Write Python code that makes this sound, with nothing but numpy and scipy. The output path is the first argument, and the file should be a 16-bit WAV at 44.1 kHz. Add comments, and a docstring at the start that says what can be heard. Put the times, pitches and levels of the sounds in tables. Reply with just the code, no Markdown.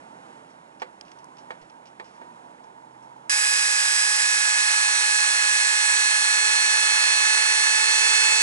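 """An electric drill spins a stirrer in white adhesive at a workshop door. Two kicks a turn make its motor
whine in harmonics over the hiss of brushes and fan; it gains a little speed as the paste loosens and is
drawn slowly nearer. Before its abrupt start the adhesive is stirred by hand in a plastic cup on a bench:
the stick rubs, its knocks excite the modes of the cup, and air pockets tick and smack in the paste over
soft room noise. A close stereo microphone pair hears both."""
import sys
import numpy as np
from scipy import signal
from scipy.fft import rfft, irfft
from scipy.io import wavfile
from scipy.ndimage import uniform_filter1d

SR = 44100
rng = np.random.default_rng(int(sys.argv[2]) if len(sys.argv) > 2 else 0)


def wav_record(signal):
    """Record a signal, one row per channel, as 16-bit PCM in the file named by sys.argv[1]."""
    frames = np.transpose(np.atleast_2d(signal))
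    bounded = np.clip(frames, -1, 1)
    # unit amplitude maps onto the largest positive 16-bit level
    quanta = np.round(bounded * 32767).astype(np.int16)
    wavfile.write(sys.argv[1], SR, quanta)


N = 371322
T = np.arange(N) / SR


def drill():
    """Rotation sets the pitch: the shaft speeds up as the paste loosens, and drag makes its speed shiver."""
    # (time [s], shaft rate [Hz])
    shaft_speed = [(3.3, 421.3), (3.75, 421.2), (4.05, 422.2), (4.6, 424.2), (5.3, 424.4), (6.1, 425.7),
                   (6.8, 428.4), (7.3, 429.8), (7.85, 431.8), (8.42, 432.8)]
    speed_hz, = curves(shaft_speed)
    turns = np.cumsum(speed_hz * (1 + .0004 * walk(35))) / SR
    stray = undb(-12) * fan_and_brushes(turns)
    return microphones(motor_whine(turns) + fan_and_brushes(turns), stray)


def motor_whine(turns):
    """Periodic forcing: two kicks a turn give strong even harmonics; imbalance adds weak odd ones."""
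    # the beam of each harmonic sweeps past the microphone as the drill nears:
    # (multiple of shaft rate, far level [dB], near level [dB], lobe (+) or notch (-) half way [dB])
    harmonics = [(1, -58.5, -50, -2.5), (2, -47.5, -40.5, -0.8), (3, -51, -47.5, -1), (4, -33.5, -33, 1),
                 (5, -64, -44, 4), (6, -38.5, -30.5, -2), (8, -57, -39, 2), (9, -48, -51, 3),
                 (10, -43.8, -32, 3.5), (12, -33, -37.5, -5.5), (14, -38.2, -35, 0.8),
                 (16, -41.5, -39.5, -6), (18, -49, -43, 4.5), (20, -39, -38, -2), (22, -40, -46, 5),
                 (24, -40, -60, -3), (26, -40.5, -68, 2)]
    near, out = approach(), 0
    for k, far_db, near_db, lobe_db in harmonics:
        db = far_db + (near_db - far_db) * near + lobe_db * np.sin(np.pi * near)
        housing_lag = .03 * k ** 2  # radians; smears each kick
        phase = 2 * np.pi * k * turns - housing_lag + .2 * walk(2) + .04 * walk(60)
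        # the shaking hand makes high harmonics waver most, and slowly sways their beams
        waver_db = (0.38 + 0.0578 * k) * walk(14)
        sway_db = 0.0314 * k * walk(2.96)
        out = out - np.sqrt(2) * undb(db + waver_db + sway_db) * np.cos(phase)
    return out


def fan_and_brushes(turns):
    """Turbulence and sliding contact: the fan blows; the brushes squeal, and hiss in bursts twice a turn."""
    # both (frequency [Hz], relative spectral density [dB])
    fan_spectrum = [(30, -28.5), (120, -29.5), (250, -22.5), (520, -13), (680, -9.5), (950, -1.5),
                    (1400, -3), (1620, 4), (2200, 2.5), (2800, -3.5), (4000, -9), (8000, -18)]
    brush_spectrum = [(1000, -38), (2800, -8), (4200, -3.5), (5500, -1), (7000, -1), (8700, -0.5),
                      (9400, -4), (9900, -5.5), (10400, -4), (11000, -5)]
    # (time [s], level [dB])
    squeal_levels = [(3.3, -32.5), (5.5, -34), (5.95, -30), (6.2, -35), (6.45, -31.5), (7.05, -41),
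                     (7.6, -36.5), (8.2, -33), (8.42, -34)]
    near = approach()
    eddies = undb(.7 * walk(400) + .5 * walk(20))
    fan = colour(rng.standard_normal(N) * eddies, fan_spectrum) * undb(-34 + 3.5 * near)
    bursts = 1 + 0.55 * np.cos(2 * np.pi * turns) ** 2
    sparks = undb(.9 * walk(900) + .3 * walk(25))
    hiss = colour(rng.standard_normal(N) * bursts * sparks, brush_spectrum) * undb(-26 + 1.24 * near ** 2)
    squeal_db, = curves(squeal_levels)
    squeal = resonance(hz=7856, width_hz=600) * undb(squeal_db + walk(25))
    flutter = undb(0.26 * walk(7))
    return (fan + hiss) * flutter + squeal


def approach():
    """Source motion: the drill is drawn toward the microphone in stages, easing back between them."""
    # (time [s], share of the way [0-1])
    path = [(3.3, 0.01), (4.2, 0.08), (5.0, 0.43), (5.7, 0.38), (6.9, 0.73), (7.65, 0.65), (8.05, 0.94),
            (8.42, 1)]
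    return np.clip(curves(path)[0], 0, 1)


def knocks():
    """Elastic rebound: at each knock the springy stick chatters against the wall of the cup."""
    # (time [s], level [dB], treble tilt [dB/octave])
    blows = [(0.8189, -31.5, 1.3), (1.5058, -35, 0), (1.9978, -38, 0), (2.215, -42.5, -5), (2.584, -54, -7),
             (2.704, -54, -6)]
    # (delay [s], relative level [dB])
    rebounds = [(0, -1), (.0045, -6), (.012, -12)]
    out = np.zeros(N)
    for s, db, tilt_db in blows:
        for delay, rebound_db in rebounds:
            add(out, s + delay, undb(db + rebound_db) * contact(T[:SR // 4], tilt_db))
    # so small a cup radiates no bass
    return signal.sosfilt(signal.butter(3, 220, "high", fs=SR, output="sos"), out)


def contact(t, tilt_db):
    """Impact excites damped modes: a dry clack, the cup's ring, and a duller answer from bench and walls."""
    # cup and the scale under it: (frequency [Hz], relative level [dB], time to fall 60 dB [s])
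    cup_modes = [(380, -5, 0.11), (506, -5.5, 0.2), (675, -3, 0.096), (888, 4, 0.064), (1160, -5, 0.064),
                 (1440, -6, 0.036), (1800, 1.5, 0.03), (2190, -4, 0.025), (2330, -11, 0.066),
                 (2860, -20, .05), (4476, -18, .04)]
    # (frequency [Hz], relative spectral density [dB])
    clack_spectrum = [(100, -27), (350, -3), (900, -1), (1300, -6), (1900, -5), (2700, -11.5),
                      (4500, -16.5), (6300, -27), (8300, -26), (11000, -46)]
    ring = 0
    for hz, db, t60 in cup_modes:
        # where the stick lands decides the sign of each mode; softer blows ring the high ones less
        amplitude = rng.choice([-1, 1]) * undb(db + tilt_db * np.log2(hz / 1000))
        mode_hz = hz * (1 + 0.013 * rng.standard_normal())
        ring = ring + amplitude * np.sin(2 * np.pi * mode_hz * t) * np.exp(-np.log(1000) * t / t60)
    clack = colour(rng.standard_normal(len(t)), clack_spectrum, tilt_db) * np.exp(-t / 0.0058)
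    tail = colour(rng.standard_normal(len(t)), clack_spectrum, tilt_db=-1.5) * np.exp(-t / 0.03)
    return undb(-3.5) * ring / ring[:SR // 100].std() + undb(-2.0) * clack + undb(-13.5) * tail


def paste():
    """Rupture: air pockets tear open in the sticky paste, each a decaying burst of crackle."""
    # (time [s], level [dB], decay time constant [s], treble tilt [dB/octave])
    smacks = [(0.502, -64, 0.019, 4), (0.798, -53, 0.015, -3), (1.011, -39, 0.0022, 1),
              (1.05, -64, 0.11, -3), (1.0814, -57.5, .004, -2), (1.116, -47.5, 0.0043, 0),
              (1.188, -55, .007, 2), (1.2436, -34, 0.0018, 20), (1.37, -53, .003, -1),
              (1.383, -56, 0.02, 1), (1.615, -59, 0.023, -4), (1.6985, -53, .004, 2),
              (1.8557, -54.5, .008, 0), (1.87, -57, 0.016, 0), (2.044, -61.5, 0.071, 0),
              (2.147, -64, 0.021, 6), (2.638, -64, 0.019, 3), (3.025, -62, .03, 12)]
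    # (frequency [Hz], relative spectral density [dB])
    smack_spectrum = [(600, -20), (1800, -3), (3000, 4), (3700, -4), (5600, 6.5), (6600, -4), (7500, -8),
                      (11000, -20)]
    out, t = np.zeros(N), T[:SR // 4]
    for s, db, decay_s, tilt_db in smacks:
        crackle = rng.standard_normal(len(t)) * undb(2.2 * rng.standard_normal(len(t)))
        add(out, s, undb(db) * colour(crackle, smack_spectrum, tilt_db) * np.exp(-t / decay_s))
    return out


def rub(press_s=0.12, light_touch_db=-59):
    """Cavity resonance: the rubbing stick excites the cup's hollow, whose pitch wanders as the paste moves."""
    # stirring: (start [s], duration [s], level [dB], resonance of the hollow [Hz])
    bouts = [(0.0, 0.35, -54.5, 891), (1.048, .55, -54.5, 925), (2.12, 1.217, -55.3, 920)]
    force = np.full(N, undb(light_touch_db))
    for s, length, db, _ in bouts:
        press = np.clip(np.minimum(T - s, s + length - T) / press_s + .5, 0, 1)
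        force = np.maximum(force, undb(db) * press)
    hollow_hz, = curves([(s + length / 2, hz) for s, length, _, hz in bouts])
    wander_hz = 18 * walk(30)
    return resonance(hollow_hz + wander_hz, width_hz=134) * force * undb(1.4 * walk(11))


def workshop():
    """Ambient noise: a soft continuous spectrum with a few low, wavering lines of hum."""
    # (frequency [Hz], relative spectral density [dB])
    room_spectrum = [(30, -34), (65, -21), (110, -17), (160, 0), (260, 0.5), (420, -2.5), (700, -0.5),
                     (1100, -7), (1500, -9.5), (2500, -19), (4500, -26), (7600, -25), (9700, -27.5),
                     (11000, -28)]
    # (frequency [Hz], level [dB])
    hum_lines = [(80.7, -82.5), (129.2, -71), (258.4, -67), (318, -66.5)]
    room_db = -55 + 5.5 * np.exp(-T / 0.18)  # starts a little louder and settles
    air = colour(rng.standard_normal(N), room_spectrum) * undb(room_db + 1.1 * walk(4.98))
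    hum = 0
    for hz, db in hum_lines:
        tone = undb(2.5 * walk(7)) * np.sin(2 * np.pi * hz * T + 1.1 * walk(9))
        hum = hum + undb(db) * unit(tone)
    return air + hum


def microphones(sound, stray):
    """The pair favours its right; above a few hundred hertz the left runs nearly opposite in phase to the
    right; stray sound from elsewhere decorrelates the sides."""
    # (frequency [Hz], left level relative to right [dB])
    balance = [(60, -11), (190, -2), (380, -13.5), (650, -9), (1200, -4), (2200, -4), (5000, -4.5),
               (11000, -5)]
    # (frequency [Hz], phase lead of the left [rad])
    phase_lead = [(30, 0), (280, .1), (430, .7), (700, 2.3), (1500, 2.35), (3500, 2.1), (6000, 1.6),
                  (11000, .85)]
    hz = np.fft.rfftfreq(N, 1 / SR)
    left = undb(along(balance, hz)) * np.exp(1j * along(phase_lead, hz))
    direct, indirect = rfft(sound), rfft(stray)
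    sides = np.array([left * (direct + indirect), direct - indirect])
    return irfft(sides * 2 / np.abs(1 + left), N)


def resonance(hz, width_hz):
    """Random forcing: friction keeps a resonance ringing as a narrow noise band; its centre may move."""
    push = rng.standard_normal(N) + 1j * rng.standard_normal(N)
    swing = signal.sosfilt(signal.butter(2, width_hz / 2, fs=SR, output="sos"), push)
    carrier = np.exp(2j * np.pi * np.cumsum(np.broadcast_to(hz, N)) / SR)
    return unit((swing * carrier).real)


def colour(x, spectrum, tilt_db=0):
    """Spectral shaping by a curve and a tilt per octave; rms 1."""
    hz = np.fft.rfftfreq(len(x), 1 / SR)
    gain = undb(along(spectrum, hz) + tilt_db * np.log2(hz + 1))
    return unit(irfft(rfft(x) * gain, len(x)))


def walk(rate):
    """Smooth random modulation of rms 1, changing `rate` times a second."""
    k = int(SR / rate)
    held = np.repeat(rng.standard_normal(N // k + 1), k)
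    return unit(uniform_filter1d(uniform_filter1d(held, k), k)[:N])


def curves(table):
    """Interpolate each column of (time [s], values) at every sample."""
    s, *columns = np.transpose(table)
    return [np.interp(T, s, c) for c in columns]


def along(points, hz):
    """Interpolate (frequency [Hz], value) on a log-frequency axis."""
    f, value = np.transpose(points)
    return np.interp(np.log(hz + 1), np.log(f), value)


def undb(db):
    """Decibels to amplitude ratio."""
    return 10 ** (np.asarray(db) / 20)


def unit(x):
    """Normalise to rms 1."""
    return x / np.sqrt(np.mean(x ** 2))


def add(track, s, sound):
    """Superpose a sound at time s."""
    i = int(s * SR)
    track[i:i + len(sound)] += sound


def scene(drill_on_s=3.2955):
    """The superposed sounds of hand stirring give way at once to the running drill."""
    direct = workshop() + rub() + knocks() + paste()
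    stray = undb(-17.5) * workshop() + undb(-15) * paste()
    return np.where(T < drill_on_s, microphones(direct, stray), drill())


def record(dry, cutoff_hz=11000):
    """Band limiting: a steep low-pass filter removes the top of the treble."""
    return signal.sosfilt(signal.ellip(16, .2, 80, cutoff_hz, fs=SR, output="sos"), dry)


dry = scene()
out = record(dry)
wav_record(out)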